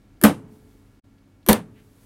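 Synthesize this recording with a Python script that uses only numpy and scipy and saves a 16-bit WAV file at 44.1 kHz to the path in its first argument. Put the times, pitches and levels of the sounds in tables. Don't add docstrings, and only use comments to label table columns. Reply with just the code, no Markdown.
import sys
import numpy as np
from scipy import signal
from scipy.fft import next_fast_len
from scipy.io import wavfile

SR = 44100
rng = np.random.default_rng(int(sys.argv[2]) if len(sys.argv) > 2 else 0)


def inscribe(sig):
    pcm = np.round(np.clip(np.atleast_2d(sig).T, -1, 1) * 32767)
    wavfile.write(sys.argv[1], SR, pcm.astype(np.int16))


N = 90405
TIME = np.arange(N) / SR
BAND_EDGES_HZ = 25 * 2 ** (np.arange(29) / 3)
BAND_CENTRES_HZ = np.sqrt(BAND_EDGES_HZ[:-1] * BAND_EDGES_HZ[1:])

# pitch_hz, band_level_db
ROOM_TONE_BANDS = [(28, -72.5), (45, -63), (70, -71), (100, -63.5), (160, -69.5), (260, -63.5),
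                   (400, -72.5), (700, -76), (2000, -79.5), (5000, -82), (12000, -84), (16000, -85.5)]
# pitch_hz, rms_level_db
HUM_TONES = [(48.4, -66), (97, -60), (204.6, -66), (274.5, -63.5), (1373, -82.5), (1685, -83.5),
             (2225, -82)]
# time_s, gain_db
SLIDE_CURVE = [(0.0, -28), (0.42, -22), (0.53, 1), (0.62, -3), (0.74, -2.5), (0.95, -10.5), (1.05, -40),
               (1.7, -9.5), (1.8, -0.5), (1.92, -0.5), (2.04, 6.5)]
# pitch_hz, band_level_db
SLIDE_BANDS = [(300, -84.5), (1000, -81), (2500, -82.5), (6000, -79.5), (12000, -73.5), (16000, -78.5)]
# start_s, level_db
TIP_TOUCHES = [(0.170, -67.5), (0.710, -68), (1.181, -62.5), (1.428, -59.5)]
# pitch_hz, band_level_db, t60_s
REVERB_BANDS = [(70, -69, .4), (121, -42.5, 1), (164, -44, 0.76), (230, -38.5, 1), (454, -46, 0.67),
                (1000, -51.5, 0.7), (2500, -50, 0.38), (5000, -48.5, .28), (10000, -40.5, 0.3),
                (13000, -46.5, .24), (16000, -64, .18)]
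# pitch_hz, level_db, t60_s
TOOL_MODES = [(112.3, -33, .6), (427.4, -46, 1.6), (870, -63.5, 1.8), (1430, -61.5, 0.47)]
# start_s, level_db, pitch_hz
SETTLING_KNOCKS = [(0.28, -19, 108), (0.295, -7, 190), (0.31, -10.5, 291), (1.542, -25.5, 129),
                   (1.561, -22, 279)]
# pitch_hz, first_mark_db, second_mark_db
BENCH_MODES = [(172, -15, -9.5), (213.6, 5, 1.5), (286.5, -2.5, -16), (352.7, -20, -27.5), (404, -22, -10),
               (435, -16, -25), (487.4, -12, -8), (597, -13, -15), (603, -25.5, -21.5),
               (720.3, -16.5, -25.5), (771.4, -20, -17.5), (846.5, -14, -15), (952, -17.5, -16),
               (1254, -23, -26), (1277, -17.5, -29), (1482, -23, -36.5), (1560, -20, -29), (1896, -25, -39)]
# pitch_hz, band_level_db, t60_s
CLATTER_BANDS = [(60.3, -31, 0.053), (146, -29.5, 0.56), (293, -23, .2), (597, -18, .19), (1080, -19, .18),
                 (2208, -21.5, .17), (3740, -25.5, .17), (4900, -29.5, 0.16), (7800, -24.5, 0.14),
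                 (9550, -23, .17), (13100, -17.5, 0.082), (15500, -26.5, .14)]
# pitch_hz, first_mark_db, second_mark_db, bounce_db, t60_s
STEEL_MODES = [(3223, -34.5, -22, -16.5, 0.11), (3550, -41.5, -36.5, -11, .09),
               (4375, -41, -28.5, -12, 0.17), (8670, -32, -24, -11.5, 0.12), (9420, -21.5, -22, -25.5, .12),
               (10685, -35, -32, -33, 0.13), (11850, -17, -12.5, -18.5, .08),
               (12830, -16, -15.5, -25, 0.07), (13400, -20.5, -33, -24.5, 0.088)]
# pitch_hz, band_level_db
CRACK_BANDS = [(300, -26), (1000, -17.5), (3000, -20.5), (5500, -19), (8600, -15), (10000, -13.5),
               (12300, 2), (15500, -16.5)]
# start_s, crack_db, steel_db, clatter_db, bench_db, thud_db, room_db
BLOWS = [(0.2375, -3.5, 0, 0.5, 0.5, -5.5, 1.5), (1.4870, -1.5, 1.5, 2, 2, 5.5, -1.5)]
# time_s, gain_db
DROPOUT_CURVE = [(0.996, 0), (1.006, -47), (1.025, -49), (1.043, -1.5)]


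def from_db(db):
    return 10 ** (np.asarray(db) / 20)


def per_band(table, column=1):
    table = np.array(table)
    return np.interp(np.log(BAND_CENTRES_HZ), np.log(table[:, 0]), table[:, column])[:, None]


def curve_gain(points):
    return from_db(np.interp(TIME, *np.transpose(points)))


def band_noise(low_hz, high_hz):
    sos = signal.butter(2, [low_hz, min(high_hz, .45 * SR)], "band", fs=SR, output="sos")
    noise = signal.sosfilt(sos, rng.standard_normal(N + SR // 4))[-N:]
    return noise / np.sqrt(np.mean(noise ** 2) + 1e-20)


def noise_bank():
    return np.array([band_noise(low, high) for low, high in zip(BAND_EDGES_HZ, BAND_EDGES_HZ[1:])])


def shaped_noise(spectrum, bank, envelopes=1):
    return (from_db(per_band(spectrum)) * bank * envelopes).sum(axis=0)


def decay(t60_s, rise_s=1e-5):
    return (1 - np.exp(-TIME / rise_s)) * np.exp(-np.log(1000) * TIME / t60_s)


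def mode(hz, t60_s, rise_s):
    return np.sin(2 * np.pi * hz * TIME) * decay(t60_s, rise_s)


def add(out, start_s, db, sound):
    start = int(start_s * SR)
    out[start:] += from_db(db) * sound[:N - start]


def room_tone():
    noise = shaped_noise(ROOM_TONE_BANDS, noise_bank())
    return noise + sum(from_db(db) * np.sqrt(2) * np.sin(2 * np.pi * (hz * TIME + rng.random()))
                       for hz, db in HUM_TONES)


def sliding_hand():
    return shaped_noise(SLIDE_BANDS, noise_bank()) * curve_gain(SLIDE_CURVE)


def rustle(peak_s=1.785, width_s=.026, level_db=-61, centre_hz=2100):
    noise = band_noise(centre_hz / np.sqrt(2), centre_hz * np.sqrt(2))
    return from_db(level_db) * noise * np.exp(-.5 * ((TIME - peak_s) / width_s) ** 2)


def tip_touches(centre_hz=3277):
    out = np.zeros(N)
    for start_s, db in TIP_TOUCHES:
        noise = band_noise(centre_hz / np.sqrt(2), centre_hz * np.sqrt(2))
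        add(out, start_s, db, noise * decay(t60_s=.044, rise_s=.0014))
    return out


def workshop(bank):
    tail = shaped_noise(REVERB_BANDS, bank, decay(per_band(REVERB_BANDS, 2), rise_s=.02))
    return tail + sum(from_db(db) * mode(hz, t60_s, rise_s=.01) for hz, db, t60_s in TOOL_MODES)


def settling_knock(hz):
    burst = from_db(-10.5) * band_noise(180, 870) * decay(t60_s=.035, rise_s=.00102)
    return burst - mode(hz, t60_s=.051, rise_s=.003)


def bench_knock(mark, rise_cycles=1.9):
    return sum((-1) ** k * from_db(levels_db[mark]) * mode(hz, t60_s=.14, rise_s=rise_cycles / hz)
               for k, (hz, *levels_db) in enumerate(BENCH_MODES))


def plate_clatter(bank, bass_rise_s=.0023, corner_hz=2497):
    rise_s = bass_rise_s / (1 + (BAND_CENTRES_HZ[:, None] / corner_hz) ** 2)
    return shaped_noise(CLATTER_BANDS, bank, decay(per_band(CLATTER_BANDS, 2), rise_s))


def steel_ring(strike, half_width_hz=38):
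    out = 0
    for hz, *levels_db, t60_s in STEEL_MODES:
        narrow_noise = band_noise(hz - half_width_hz, hz + half_width_hz)
        phase = np.angle(signal.hilbert(narrow_noise, next_fast_len(N))[:N])
        out = out + from_db(levels_db[strike]) * np.cos(phase) * decay(t60_s)
    return out


def steel_crack(bank):
    return shaped_noise(CRACK_BANDS, bank) * decay(t60_s=.0084)


def hammering(bounce_s=1.5298, swell_hz=354, swell_width_s=.006):
    out, bank = np.zeros(N), noise_bank()
    fresh_bank = lambda: np.roll(bank, rng.integers(N // 2), axis=1)
    for mark, (start_s, crack_db, steel_db, clatter_db, bench_db, thud_db, room_db) in enumerate(BLOWS):
        contact = from_db(crack_db) * steel_crack(fresh_bank())
        contact += from_db(steel_db) * steel_ring(mark)
        contact += from_db(clatter_db) * plate_clatter(fresh_bank())
        add(out, start_s, 0, contact)
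        add(out, start_s, bench_db, bench_knock(mark))
        add(out, start_s, thud_db, -mode(hz=56, t60_s=.067, rise_s=.03))
        add(out, start_s, room_db, workshop(fresh_bank()))
        for lead_s, db in ((.0232, -21.5), (.0116, -25)):
            add(out, start_s - lead_s, db, contact * decay(t60_s=.04))
        age_s = TIME - start_s
        swell = np.sin(2 * np.pi * swell_hz * age_s) * np.exp(-.5 * (age_s / swell_width_s) ** 2)
        out += from_db(-17.5) * swell
    add(out, bounce_s, -2, steel_crack(fresh_bank()))
    add(out, bounce_s, -2.5, steel_ring(strike=2) * decay(t60_s=.017))
    add(out, bounce_s, -16, plate_clatter(fresh_bank()))
    for start_s, db, hz in SETTLING_KNOCKS:
        add(out, start_s, db, settling_knock(hz))
    return out


def scene():
    return (hammering() + tip_touches() + room_tone() + sliding_hand() + rustle())[None]


def record(dry, ceiling=.82, low_hz=24, high_hz=16000):
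    rounded = dry / (1 + (dry / ceiling) ** 4) ** .25
    high_pass = signal.butter(2, low_hz, "high", fs=SR, output="sos")
    low_pass = signal.ellip(10, .2, 80, high_hz, fs=SR, output="sos")
    dipped = signal.sosfilt(high_pass, rounded) * curve_gain(DROPOUT_CURVE)
    return signal.sosfilt(low_pass, dipped)


dry = scene()
out = record(dry)
inscribe(out)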